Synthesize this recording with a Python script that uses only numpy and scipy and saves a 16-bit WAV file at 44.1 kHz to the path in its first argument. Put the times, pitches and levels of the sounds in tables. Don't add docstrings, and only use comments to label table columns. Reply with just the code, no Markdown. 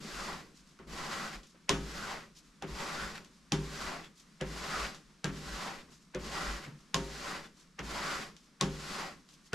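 import sys
import numpy as np
from scipy import signal
from scipy.fft import rfft, irfft
from scipy.io import wavfile

SR = 44100
rng = np.random.default_rng(int(sys.argv[2]) if len(sys.argv) > 2 else 0)


def generate_wav(signal):
    frames = np.transpose(np.atleast_2d(signal))
    scaled = np.clip(frames, -1, 1) * 32767
    pcm = np.round(scaled).astype(np.int16)
    wavfile.write(sys.argv[1], SR, pcm)


N = 420713

# f/Hz, density/dB
RASP_SPECTRUM = [(100, -46), (250, -13.5), (430, -9), (700, -4), (1000, -6.5), (1500, 0), (1950, -3),
                 (2400, -3.5), (3300, -10.5), (5000, -20.5), (9000, -45)]
# f/Hz, density/dB
HISS_SPECTRUM = [(1200, -33), (2500, -1.5), (3500, 0), (4900, 1.5), (6200, -2.5), (7500, -3.5),
                 (8300, -9.5), (10000, -13.5), (12300, -15), (13500, -42), (16000, -58)]


def amp(db):
    return 10 ** (np.asarray(db) / 20)


def unit(x):
    return x / np.sqrt(np.mean(x ** 2) + 1e-20)


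def read(points, hz):
    f, value = np.transpose(points)
    return np.interp(np.log(hz + 1), np.log(f + 1), value)


def add(mix, start_s, sound):
    part = mix[..., max(round(start_s * SR), 0):][..., :sound.shape[-1]]
    part += sound[..., :part.shape[-1]]


def fade(t, t60_s):
    return np.exp(-np.log(1000) * t / t60_s)


def rise(t, tau_s):
    return 1 - np.exp(-t / tau_s)


def wander(rate_hz, size=N):
    return unit(np.interp(np.arange(size) * rate_hz / SR, np.arange(size), rng.standard_normal(size)))


def noise(spectrum, size=N):
    # f/Hz, correlation
    likeness = [(60, 0.96), (125, 0.92), (250, 0.91), (500, 0.82), (1000, 0.75), (2000, 0.66), (4000, 0.76),
                (8000, 0.72), (12000, 0.71)]
    hz = np.fft.rfftfreq(size, 1 / SR)
    mid, side = rfft(rng.standard_normal((2, size)))
    same = read(likeness, hz)
    mid, side = mid * np.sqrt(1 + same), side * np.sqrt(1 - same)
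    return unit(irfft(np.array([mid + side, mid - side]) * amp(read(spectrum, hz)), size))


def room_air(level_db=-63, drift_db=1):
    # f/Hz, density/dB
    spectrum = [(20, -5), (50, 3), (100, -33), (150, 4.5), (200, 2), (300, -5.5), (450, -13.5),
                (800, -19.5), (1100, -11.5), (2800, -18.5), (5500, -17.5), (8500, -24.5), (12500, -35),
                (14000, -59)]
    return amp(level_db + drift_db * wander(9.7)) * noise(spectrum)


def room_tail(spectrum, size=32768):
    # f/Hz, t60/s
    decay = [(150, 1), (500, 0.059), (1400, 0.52), (4000, 0.42), (10000, 0.51)]
    hz, t, bands = signal.stft(noise(spectrum, size), SR, nperseg=256)
    bands = bands * fade(t, read(decay, hz)[:, None])
    return signal.istft(bands, SR, nperseg=256)[1][:, :size]


def near_walls(x):
    # delay/s, level/dB
    echoes = [(.00105, -32), (.0027, -61), (.0053, -29.5), (.0088, -20.5), (0.013, -16.5), (0.019, -25.5),
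              (0.024, -25.5)]
    out = x.copy()
    for delay_s, db in echoes:
        add(out, delay_s, amp(db) * x)
    return out / np.sqrt(1 + sum(amp(db) ** 2 for _, db in echoes))


def snap(size=2048):
    # f/Hz, density/dB
    spectrum = [(100, -25), (600, -14), (1200, -6), (2200, -1), (3200, 0), (4300, -5), (5800, -1),
                (7200, -7), (8300, -21), (12000, -36), (15000, -55)]
    log_gain = np.log(amp(read(spectrum, abs(np.fft.fftfreq(size, 1 / SR)))))
    pulse = np.fft.ifft(np.exp(np.conj(signal.hilbert(log_gain)))).real
    return pulse / np.linalg.norm(pulse)


def click(ring_hz, ring_db, snap_db=20, chatter_db=5, early_db=-10, tail_db=-17):
    # f/Hz, density/dB
    spectrum = [(100, -25), (600, -11), (1100, -4), (2300, -6), (3200, 0), (4200, -3), (5800, -2.5),
                (7400, -6), (8300, -16), (9700, -14), (10800, -20), (13000, -29), (15000, -48)]
    tail = room_tail(spectrum)
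    t = np.arange(tail.shape[1]) / SR
    scatter = amp(chatter_db) * fade(t, t60_s=0.01) + amp(early_db) * fade(t, t60_s=0.16)
    out = (scatter * noise(spectrum, len(t)) + amp(tail_db) * tail) * rise(t, tau_s=85e-6)
    add(out, 0, amp(snap_db) * snap())
    blade = amp(ring_db) * np.sin(2 * np.pi * ring_hz * t) * fade(t, t60_s=0.08)
    return near_walls(out) + blade


def knock(hollow_hz, hollow_db, cushion_s=0.005, damping_t60_s=0.97):
    # f/Hz, density/dB
    spectrum = [(30, -7), (100, -9.5), (160, 2.5), (250, -1), (380, -1), (520, 0.5), (700, -8.5),
                (1050, -8.5), (1700, -11.5), (3000, -18.5), (8000, -47.5)]
    # frequency ratio, level/dB
    partials = [(.72, -3.5), (1.001, -2), (1.15, -10)]
    wood = room_tail(spectrum)
    t = np.arange(wood.shape[1]) / SR
    tone = sum(amp(db) * np.sin(2 * np.pi * ratio * hollow_hz * t) for ratio, db in partials)
    hollow = amp(hollow_db) * tone * fade(t, t60_s=0.16)
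    return (wood * fade(t, damping_t60_s) + near_walls(hollow)) * rise(t, cushion_s)


def ring(modes, t, detune, spread_db=2):
    out = np.zeros(len(t))
    for hz, db, t60_s in modes:
        envelope = amp(db + spread_db * rng.normal()) * fade(t, t60_s)
        cycles = hz * rng.normal(1, detune) * t + rng.random()
        out += envelope * np.sin(2 * np.pi * cycles)
    return out


def grip_rustle(rough_db=2):
    # centre t/s, length/s, level/dB
    turns = [(0.582, 0.11, -61), (.7, 0.13, -68), (1.498, 0.15, -66), (2.381, 0.1, -59), (2.469, 0.12, -69),
             (3.346, .16, -69.5), (4.195, 0.12, -60.5), (5.94, 0.13, -61.5), (6.028, 0.16, -71),
             (6.802, 0.1, -67.5), (7.597, .14, -64), (8.434, 0.24, -70), (9.323, 0.13, -62),
             (9.466, 0.088, -63.5)]
    # f/Hz, density/dB
    spectrum = [(100, -28), (170, -1), (400, -14), (900, -32), (2500, 1), (5000, 7), (7300, 4.5),
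                (8500, -3), (12300, -9.5), (14000, -23)]
    envelope = np.zeros(N)
    for centre_s, length_s, db in turns:
        add(envelope, centre_s - length_s / 2, amp(db) * np.hanning(int(length_s * SR)))
    return envelope * noise(spectrum) * amp(rough_db * wander(170))


def hand_bumps():
    # t/s, level/dB, hollow tone f/Hz
    bumps = [(.87, -52, 262), (1.438, -64, 328), (1.543, -57, 330), (3.19, -54, 364), (3.299, -65, 334),
             (5.092, -63, 297), (5.881, -56.5, 389), (5.911, -57.5, 353), (6.665, -45.5, 165),
             (6.795, -64.5, 330), (7.565, -67, 301), (8.466, -65, 323)]
    out = np.zeros((2, N))
    for start_s, db, hz in bumps:
        add(out, start_s, amp(db) * knock(hz, hollow_db=0))
    return out


def edge_ticks():
    # t/s, level/dB, crispness/dB
    ticks = [(1.432, -53, -8), (2.371, -64, -8), (3.2465, -54.5, 12), (4.946, -47.5, -8), (5.9186, -63, -4),
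             (6.647, -69, 0), (8.366, -55, 9), (9.289, -57, 6)]
    out = np.zeros((2, N))
    for start_s, db, crisp_db in ticks:
        tick = click(ring_hz=4500, ring_db=-14, snap_db=crisp_db, chatter_db=crisp_db / 2, early_db=-4)
        add(out, start_s, amp(db) * tick)
    return out


def paddle_shudders(jitter=0.05, uneven_db=3.5):
    # centre t/s, length/s, f/Hz, level/dB
    shudders = [(0.228, 0.42, 40.2, -52.5), (0.933, 0.17, 52.3, -47.5), (1.393, 0.12, 43.3, -49),
                (2.74, .12, 54, -45), (3.033, 0.26, 51.6, -52), (3.852, .16, 47, -51),
                (4.818, 0.24, 49.2, -43.5), (5.528, 0.21, 51, -44), (6.516, 0.21, 50.5, -35),
                (6.71, 0.19, 152.3, -49), (8.156, .15, 51.7, -56)]
    out = np.zeros(N)
    for centre_s, length_s, hz, db in shudders:
        swell = np.hanning(int(length_s * SR))
        cycles = np.cumsum(hz * (1 + jitter * wander(25, SR))) / SR
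        shake = unit(np.sin(2 * np.pi * cycles) * amp(uneven_db * wander(40, SR)))
        add(out, centre_s - length_s / 2, amp(db) * swell * shake[:len(swell)])
    return out


def point_flicks(length_s=0.079, grit_db=3, hiss_db=-5):
    # centre t/s, level/dB, ring f/Hz, relative ring level/dB
    flicks = [(1.345, -47.5, 2100, -12), (2.21, -57, 3100, -14), (3.165, -45.5, 2575, -11),
              (4.051, -54.5, 3400, -4), (4.85, -42.5, 2600, -8), (5.8, -56, 3630, -8),
              (6.645, -48, 2130, -8), (7.455, -55, 3500, -10), (8.225, -46, 2450, -14)]
    out, size = np.zeros((2, N)), int(length_s * SR)
    for centre_s, db, hz, ring_db in flicks:
        scrape = noise(RASP_SPECTRUM, size) + amp(hiss_db) * noise(HISS_SPECTRUM, size)
        grit = unit(scrape * amp(grit_db * wander(600, size)))
        point = amp(ring_db) * unit(resonate(noise(RASP_SPECTRUM, size), hz, width_hz=90))
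        add(out, centre_s - length_s / 2, amp(db) * np.hanning(size) * (grit + point))
    return near_walls(out)


def graze(lead_s, rise_t60_s=0.03, fall_t60_s=0.12):
    t = np.arange(SR // 4) / SR - lead_s
    return noise(RASP_SPECTRUM, len(t)) * fade(abs(t), np.where(t < 0, rise_t60_s, fall_t60_s))


def blade_landings(lead_s=0.06, pivot_hz=280, sway_hz=53.6):
    # t/s, graze/dB, click/dB, blade f/Hz, blade/dB, steel/dB,
    # knock/dB, hollow f/Hz, hollow/dB, paddle/dB, paddle tilt/(dB/octave), sway/dB
    landings = [(0.79, -66, -62, 1453, 17, -70, -45.5, 360, -17, -47, 1.5, -55),
                (1.6931, -39, -22.5, 1045, 4, -20, -23, 413, -7, -24, 2.5, -32.5),
                (2.6236, -47, -44.5, 790, 17, -54, -35, 528, -7, -36.5, 0, -61),
                (3.521, -46, -27.5, 812, 5, -29, -28.5, 296, 0, -24.5, -3.5, -36),
                (4.4115, -40.5, -41.5, 1657, 11.5, -46, -33.5, 518, 1, -36.5, -5, -37),
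                (5.2434, -50, -32.5, 1615, 7.5, -39, -28.5, 267, -13, -29, -2.5, -43),
                (6.148, -42.5, -45, 1510, 5, -43, -36.5, 510, 6, -38, -2, -40),
                (6.944, -46, -24.5, 1072, 9, -38, -28, 377, -20, -25.5, 2, -37.5),
                (7.792, -41, -43.5, 1500, -7, -48, -35.5, 365, -15, -42, 3, -39),
                (8.6109, -41, -26, 1097, 8.5, -33, -27, 439, -9.5, -24.5, -0.5, -39),
                (9.5323, -42, -38.5, 1450, 16, -45, -25, 403, -3, -27, -1, -43)]
    # f/Hz, level/dB, t60/s
    paddle_modes = [(150.5, -4.5, 0.52), (191.5, -5, 0.36), (279, -10.5, 0.48), (352, -17, 0.55),
                    (375.3, -13.5, 0.56), (398.3, -7.5, 0.58), (535, -17, 0.56), (580, -25, .35),
                    (678, -17, 0.39), (794, -21, 0.42), (923, -19, 0.44), (1086, -9, 0.16), (1274, -33, 1),
                    (1990, -32, .2)]
    # f/Hz, level/dB, t60/s
    steel_modes = [(2360, -34, 0.2), (3080, -17.5, 0.26), (3426, -14, 0.16), (3535, -23, .27)]
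    out, t = np.zeros((2, N)), np.arange(SR) / SR
    sway = np.sin(2 * np.pi * sway_hz * t) * fade(t, t60_s=0.68) * rise(t, tau_s=0.082)
    for (start_s, graze_db, click_db, blade_hz, blade_db, steel_db,
         knock_db, hollow_hz, hollow_db, paddle_db, tilt, sway_db) in landings:
        tilted = [(hz, db + tilt * np.log2(hz / pivot_hz), t60_s) for hz, db, t60_s in paddle_modes]
        paddle = ring(tilted, t, detune=0.0025) * rise(t, tau_s=0.011)
        steel = np.array([ring(steel_modes, t, detune=0.0013) for _ in "LR"]) * rise(t, tau_s=0.0025)
        add(out, start_s - lead_s, amp(graze_db) * graze(lead_s))
        add(out, start_s, amp(click_db) * click(blade_hz, blade_db - 9))
        add(out, start_s, amp(steel_db) * steel)
        add(out, start_s, amp(knock_db - 3) * knock(hollow_hz, hollow_db + 6))
        add(out, start_s, amp(paddle_db - 3) * paddle + amp(sway_db + 6) * sway)
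    return out


def resonate(x, hz, width_hz):
    carrier = np.exp(2j * np.pi * np.cumsum(hz * np.ones(x.shape[-1])) / SR)
    pole = np.exp(-np.pi * width_hz / SR)
    return 2 * (carrier * signal.lfilter([1 - pole], [1, -pole], x / carrier)).real


def stroke(t, swell_s, hold_s, release_s, start_db, end_db):
    to_rise = np.clip(1 - t / swell_s, 0, 1)
    eased = np.maximum((t - swell_s - hold_s) / release_s, 0) ** 1.65
    return amp(start_db * to_rise + end_db * eased)


def stropping(rasp_db=-5, drone_db=-5, grain_db=0.13, drag_db=0.8, glide_db=-3.3, glide_width_hz=480):
    # t/s, swell/s, hold/s, release/s, leather/dB, edge/dB, wood/dB
    passes = [(-.05, 0.25, 0.093, 0.26, -43.5, -47.5, -48.5), (.865, 0.13, 0.25, 0.23, -41.5, -47, -48.5),
              (1.78, 0.25, 0.1, 0.2, -42.5, -48, -50.5), (2.66, 0.15, 0.22, 0.28, -42, -47.5, -48.5),
              (3.58, .29, 0.045, 0.22, -41, -47, -49), (4.44, 0.3, 0.062, 0.23, -38.5, -44.5, -47.5),
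              (5.31, 0.3, 0.067, 0.23, -42, -47, -49.5), (6.18, 0.18, 0.1, 0.32, -40, -45.5, -47.5),
              (7.01, 0.25, 0.075, 0.21, -42.5, -47, -51), (7.82, 0.14, 0.2, 0.21, -38.5, -44.5, -48),
              (8.69, 0.29, 0.039, 0.2, -40.5, -45.5, -49.5)]
    # f/Hz, width/Hz, level/dB
    peaks = [(400, 35, -15), (571, 37, -13), (790, 50, -14), (1060, 110, -8), (1360, 60, -14),
             (1960, 79, -11), (4800, 370, -15)]
    # start f/Hz, end f/Hz
    glides = [(2250, 560), (804, 1870)]
    # f/Hz, density/dB
    hum_spectrum = [(20, 7), (48, -8.5), (70, 3), (100, -7.5), (125, -2), (155, 9.5), (200, 4.5), (240, 4),
                    (320, 3.5), (400, 1.5), (500, -2), (900, -34)]
    rasp, hiss = noise(RASP_SPECTRUM), noise(HISS_SPECTRUM)
    hum, fibres = noise(hum_spectrum), noise(RASP_SPECTRUM)
    colour = sum(amp(db) * unit(resonate(noise(RASP_SPECTRUM), hz, width)) for hz, width, db in peaks)
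    rasp = amp(rasp_db) * rasp + colour
    drone = unit(resonate(noise(hum_spectrum), hz=197, width_hz=25))
    hum = unit(hum + amp(drone_db) * drone)
    catch = amp(grain_db * wander(420) + drag_db * wander(45))
    out = np.zeros((2, N))
    for k, (start_s, swell_s, hold_s, release_s, leather_db, edge_db, wood_db) in enumerate(passes):
        end_s = start_s + swell_s + hold_s + release_s
        span = np.arange(max(int(start_s * SR), 0), min(int(end_s * SR), N))
        t = span / SR - start_s
        lead_s = 0.004 if k % 2 else 0.049
        leather = amp(leather_db) * stroke(t, swell_s, hold_s, release_s, start_db=-14.5, end_db=-34)
        edge = amp(edge_db) * stroke(t, swell_s - lead_s, hold_s, release_s + lead_s, -9, -32.5)
        wood = amp(wood_db) * stroke(t, swell_s, hold_s, release_s, -2, -17.5)
        glide_hz = np.geomspace(*glides[k % 2], len(t)) * np.exp(0.067 * wander(14, len(t)))
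        sing = resonate(fibres[:, span], glide_hz, glide_width_hz)
        sing = unit(resonate(sing, glide_hz, glide_width_hz))
        pressure = (leather / leather.max()) ** 0.99
        scrape = leather * (rasp[:, span] + amp(glide_db) * pressure * sing) + edge * hiss[:, span]
        bedding_in = rise(t, tau_s=0.018)
        taper = signal.windows.tukey(len(t), 0.03)
        out[:, span] += (scrape * catch[span] * bedding_in + wood * hum[:, span]) * taper
    return near_walls(out)


def scene():
    return (room_air() + stropping() + point_flicks() + blade_landings() + paddle_shudders()
            + edge_ticks() + hand_bumps() + grip_rustle())


def record(dry, balance_db=0.5, cutoff_hz=14800):
    placed = dry * amp([[balance_db / 2], [-balance_db / 2]])
    lowpass = signal.firwin(255, cutoff_hz, window=("kaiser", 9), fs=SR)
    return signal.oaconvolve(placed, lowpass[None], "same")


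dry = scene()
out = record(dry)
generate_wav(out)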